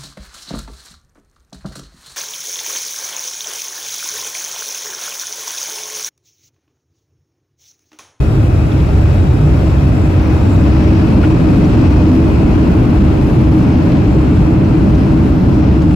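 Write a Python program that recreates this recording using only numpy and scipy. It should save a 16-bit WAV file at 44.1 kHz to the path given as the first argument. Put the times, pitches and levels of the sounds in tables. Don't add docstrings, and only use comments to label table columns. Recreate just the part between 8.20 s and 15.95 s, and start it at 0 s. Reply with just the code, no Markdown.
import sys
import numpy as np
from scipy import signal
from scipy.fft import rfft, irfft
from scipy.io import wavfile
from scipy.ndimage import uniform_filter1d, minimum_filter1d

SR = 44100
rng = np.random.default_rng(int(sys.argv[2]) if len(sys.argv) > 2 else 0)


def master(y):
    cut = np.clip(np.atleast_2d(y).T, -1, 1)
    pcm = np.round(cut * 32767)
    wavfile.write(sys.argv[1], SR, pcm.astype(np.int16))


N = 341775
HZ = np.maximum(np.fft.rfftfreq(N, 1 / SR), 1)
T = np.arange(N) / SR
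BURST_N = 4096
SLOWING_S = 2.8


def undb(db):
    return 10 ** (np.asarray(db) / 20)


def unit(x):
    return x / np.sqrt(np.mean(x ** 2))


def panned(left_minus_right_db):
    return undb([[left_minus_right_db / 2], [-left_minus_right_db / 2]])


def along(points):
    hz, value = np.transpose(points)
    return np.interp(np.log(HZ), np.log(hz), value)


def resonance(hz, width_hz):
    return 1 / np.sqrt(1 + ((HZ - hz ** 2 / HZ) / width_hz) ** 2)


def with_modes(points, modes):
    power = undb(along(points)) ** 2
    for hz, width_hz, db in modes:
        power = power + (undb(db) * resonance(hz, width_hz) ** 2) ** 2
    return np.sqrt(power)


def noise():
    return rfft(rng.standard_normal(N))


def ringing_noise(hz, width_hz):
    return unit(irfft(noise() * resonance(hz, width_hz) ** 2, N))


def walk(rate):
    hold = int(SR / rate)
    steps = np.repeat(rng.standard_normal(N // hold + 1), hold)
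    smooth = uniform_filter1d(uniform_filter1d(steps, hold), hold)
    return unit(smooth[:N])


def fading(db, from_s, db_per_s):
    return undb(db - db_per_s * np.maximum(T - from_s, 0))


def swell(t, rise_s, fall_s):
    shape = (1 - np.exp(-t / rise_s)) ** 2 * np.exp(-t / fall_s)
    return shape / shape.max()


def pair(gain, side_db):
    mid = irfft(noise() * gain, N)
    side = irfft(noise() * gain * (HZ / 100) ** .42, N)
    return (mid + undb(side_db) * side * np.array([[1], [-1]])) / mid.std()


def from_right(x):
    port_lag_s = 0.00027
    left = irfft(rfft(x) * np.exp(-2j * np.pi * HZ * port_lag_s), N)
    return np.array([left, x])


def octave_part(spectrum, k, count):
    steps = np.clip(np.log2(HZ / 700) * 2, 0, count - 1)
    return irfft(spectrum * np.clip(1 - np.abs(steps - k), 0, 1), N)


# frequency_hz, density_db (per Hz)
BOOM_SPECTRUM = [(12, -35), (25, -29), (35, -10.5), (44, -5), (55, -1), (78, -1.5), (110, -2), (145, -4),
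                 (180, -13.5), (230, -23), (320, -18.5), (420, -20), (520, -46.5), (3000, -110)]
# frequency_hz, width_hz, level_db
HULL_MODES = [(68, 10, 4), (89, 13, 2), (128, 14, -4)]
BOOM_DB, BOOM_FADE = -9.5, 0.21


def boom():
    return fading(BOOM_DB, SLOWING_S, BOOM_FADE) * pair(with_modes(BOOM_SPECTRUM, HULL_MODES), side_db=-16)


# start_s, peak_db, pitch_hz
LOW_SURGES = [(1.2, -11, 145), (1.8, -7, 66.7), (2.9, -14, 200), (5.75, -21, 146), (6.73, -7, 60.5)]


def surges():
    out = 0
    for s, db, hz in LOW_SURGES:
        t = np.maximum(T - s, 0)
        out = out + undb(db) * swell(t, rise_s=.02, fall_s=.053) * np.sin(2 * np.pi * hz * t)
    return out


# frequency_hz, density_db (per Hz)
HISS_SPECTRUM = [(700, -4), (2600, 14), (3800, 12), (4700, 7), (5500, 7), (6500, 4), (7500, 4), (9500, 1),
                 (11000, 1), (12300, -1), (13000, -3), (14500, -5), (16000, -6.5)]
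HISS_DB, HISS_FADE = -56, 0.68
VENT_WALLS_DB = -10


def vent():
    jet = undb(along(HISS_SPECTRUM)) * np.array([noise(), undb(VENT_WALLS_DB) * noise()])
    gust, out = walk(21), 0
    for k in range(11):
        flutter_db = k * (.08 * gust + .14 * walk(9))
        out = out + octave_part(jet, k, count=11) * undb(flutter_db)
    direct, diffuse = out
    reference = irfft(jet[0] * ((HZ > 9800) & (HZ < 12200)), N)
    hiss = (from_right(direct) + diffuse * np.array([[1], [-1]])) / reference.std()
    return fading(HISS_DB, SLOWING_S, HISS_FADE) * hiss


# frequency_hz, width_hz, level_db
PANE_MODE = (740, 69, -35.5)


def pane():
    hz, width_hz, db = PANE_MODE
    return undb(db) * ringing_noise(hz, width_hz) * np.array([[1.3], [-.7]])


# time_s, pitch_hz
PISTON_PITCH = [(0, 632), (3.2, 630.4), (3.7, 628.8), (7.75, 628)]
# multiple, first_pump_db, second_pump_db, left_minus_right_db, right_lead_rad
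PUMP_HARMONICS = [(2, -3, -6, 2, 2.), (3, -12, -12, 3, 2.), (4, 0, -10, 9, 1.5), (5, -7, -8, 1, -2.6),
                  (6, -13, -20, 0, -.1), (7, -13, -17, 2, -1.6), (8, -10, -14, 5, -2.3),
                  (9, -15, -21, -3, -.1), (10, -27, -30, 0, -.1)]
# frequency_hz, width_hz, level_db (over the pump level)
PUMP_WHISTLES = [(2640, 30, -7), (6780, 50, -21), (8030, 130, -19.5), (8890, 90, -20.5), (10700, 160, -22),
                 (13910, 130, -26)]
SECOND_HZ, SECOND_STOPS_S, SECOND_FADE = 636.2, 3.3, 25
PUMP_DB, PUMP_HOLDS_S, PUMP_FADE = -45, 3.46, 5.9


def pumps():
    out = 0
    first = (np.interp(T, *np.transpose(PISTON_PITCH)), 1)
    second = (SECOND_HZ, fading(0, SECOND_STOPS_S, SECOND_FADE))
    for which, (hz, gain) in enumerate([first, second]):
        phase = 2 * np.pi * np.cumsum(hz * (1 + .0026 * walk(30))) / SR
        for multiple, *order_db, pan_db, lead in PUMP_HARMONICS:
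            sides = panned(pan_db) * np.sin(multiple * phase + np.array([[0], [lead]]))
            waver_db = 2.3 * walk(7) + 3.2 * walk(28)
            out = out + gain * undb(order_db[which] + waver_db) * sides
    for hz, width_hz, db in PUMP_WHISTLES:
        out = out + undb(db) * from_right(ringing_noise(hz, width_hz))
    return out * fading(PUMP_DB, PUMP_HOLDS_S, PUMP_FADE)


TRIM_PAN_DB = 3
# time_s, level_db (rms under the envelope peak), centre_hz
TRIM_CREAKS = [(0.52, -37, 3300), (.528, -33, 1500), (.59, -39, 3200), (.604, -39, 2900), (.907, -46, 4500),
               (1.34, -44, 4000), (2.0, -40, 2400), (3.031, -29, 2200), (3.04, -28, 2000),
               (3.05, -31, 2400), (3.435, -39, 2500), (3.73, -40, 2400), (4.773, -38, 2500),
               (4.819, -46, 3500), (5.722, -34, 2800), (6.175, -40, 3300), (6.753, -40, 4500),
               (6.918, -49, 5500), (7.345, -49, 5770), (7.621, -41, 5200), (7.71, -38, 2950)]
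CREAK_WIDTH, CREAK_RISE_S, CREAK_FALL_S = .8, .002, .005


def creaks():
    out = np.zeros(N + BURST_N)
    envelope = swell(T[:BURST_N], CREAK_RISE_S, CREAK_FALL_S)
    for s, db, hz in TRIM_CREAKS:
        edges = [hz * (1 - CREAK_WIDTH / 2), hz * (1 + CREAK_WIDTH / 2)]
        band = signal.butter(3, edges, "band", fs=SR, output="sos")
        rub = signal.sosfilt(band, rng.standard_normal(BURST_N))
        start = int((s - 2 * CREAK_RISE_S) * SR)
        out[start:start + BURST_N] += undb(db) * unit(rub) * envelope
    return out[:N] * panned(TRIM_PAN_DB)


# start_s, peak_db, pitch_hz, decay_s
FITTING_PINGS = [(.518, -33, 3400, .0007), (.523, -36, 2700, .002), (.69, -37, 4400, .0007),
                 (1.582, -36, 3260, .006), (2.362, -45, 5720, .008), (3.032, -20, 1430, .006),
                 (3.44, -41, 5770, .007), (6.442, -47, 5800, .008)]


def pings():
    out = np.zeros(N + BURST_N)
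    t = T[:BURST_N]
    for s, db, hz, fall_s in FITTING_PINGS:
        start = int(s * SR)
        ring = swell(t, .003, fall_s) * np.sin(2 * np.pi * hz * t)
        out[start:start + BURST_N] += undb(db) * ring
    return out[:N] * panned(TRIM_PAN_DB)


# frequency_hz, density_db (per Hz)
RUSH_SPECTRUM = [(200, -32), (340, -1.5), (420, -1), (450, -0.5), (620, 1), (660, -3.5), (1000, -6.5),
                 (1150, -9.5), (1300, -9.5), (1550, -13), (1800, -16.5), (2200, -17.5), (2650, -17.5),
                 (3000, -23.5), (3400, -27.5), (3600, -32.5), (4300, -28), (4650, -32.5), (5050, -29),
                 (5350, -32.5), (5750, -33), (6300, -35), (7000, -51)]
# frequency_hz, left_minus_right_db
RUSH_PAN = [(60, 10), (110, 5.5), (200, -19), (380, -5.5), (700, 5), (1290, 0), (2380, 4.5), (4400, 6.5),
            (8120, -3), (15000, 3.5)]
# frequency_hz, correlation
RUSH_CORRELATION = [(300, 0.91), (430, 0), (480, 0.29), (1000, 0.29), (1800, 0), (2700, 0.39),
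                    (3900, 0.039), (5500, 0.78)]
# frequency_hz, rush_db_per_roar_db
RUSH_FOLLOWS = [(700, 0.36), (1000, 0.7), (1400, 0.22), (2000, .3), (2800, 0.53), (4000, 1.8), (5600, 0.2),
                (8000, 1)]
RUSH_DB, RUSH_FADE = -22, 0.41
REFERENCE_THRUST_DB = -11
SURGE_DB, FLICKER_DB = .5, .5


def rush(thrust_db):
    tilt_db = along(RUSH_PAN) / 2
    alike = np.clip(along(RUSH_CORRELATION), -.9, .9)
    lining = 1 / (1 + (HZ / 7500) ** 8)
    mid = noise() * lining * np.sqrt(1 + alike)
    side = noise() * lining * np.sqrt(1 - alike)
    air = undb(along(RUSH_SPECTRUM) + np.array([tilt_db, -tilt_db])) * np.array([mid + side, mid - side])
    out, surge = 0, walk(7)
    for k in range(8):
        share = np.interp(700 * 2 ** (k / 2), *np.transpose(RUSH_FOLLOWS))
        follow_db = share * (thrust_db - REFERENCE_THRUST_DB)
        uneven_db = k / 3 * (SURGE_DB * surge + FLICKER_DB * walk(5))
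        out = out + octave_part(air, k, count=8) * undb(follow_db + uneven_db)
    return fading(RUSH_DB, SLOWING_S, RUSH_FADE) * out / irfft(air, N).std()


# time_s, roar_level_db
THRUST_CURVE = [(0, -20), (1.2, -17.5), (1.9, -16), (2.3, -13), (3.3, -10), (4.2, -11), (6.5, -11),
                (7.75, -11.5)]


def thrust_level():
    return np.interp(T, *np.transpose(THRUST_CURVE))


# frequency_hz, density_db (per Hz)
ROAR_SPECTRUM = [(90, -21.5), (130, -4), (190, -2), (240, -6), (330, -4.5), (350, -15.5), (420, -15.5),
                 (450, -24), (900, -62), (4000, -110)]
# frequency_hz, width_hz, level_db
CABIN_MODES = [(254, 28.4, -3), (310, 13.6, 0), (321, 9.3, -1.5)]
ROAR_PAN_DB = 0.5


def roar(thrust_db):
    exhaust = pair(with_modes(ROAR_SPECTRUM, CABIN_MODES), side_db=-17.5)
    return undb(thrust_db) * exhaust * panned(ROAR_PAN_DB)


def scene():
    thrust_db = thrust_level()
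    background = boom() + surges() + vent() + pane()
    details = pumps() + creaks() + pings()
    return background + details + rush(thrust_db) + roar(thrust_db)


def record(dry):
    dry = dry * np.clip(np.minimum(T, T[-1] - T) / .004, 0, 1)
    reach = int(.0025 * SR)
    peak = np.abs(dry).max(axis=0) + 1e-9
    need = np.minimum(1, .86 / peak) ** .85
    ease = np.hanning(2 * reach)
    reduction = 1 - minimum_filter1d(need, 2 * reach)
    gain = 1 - np.convolve(reduction, ease / ease.sum(), "same")
    top_cut = signal.ellip(12, .3, 70, 15790, fs=SR, output="sos")
    return signal.sosfilt(top_cut, dry * gain)


dry = scene()
out = record(dry)
master(out)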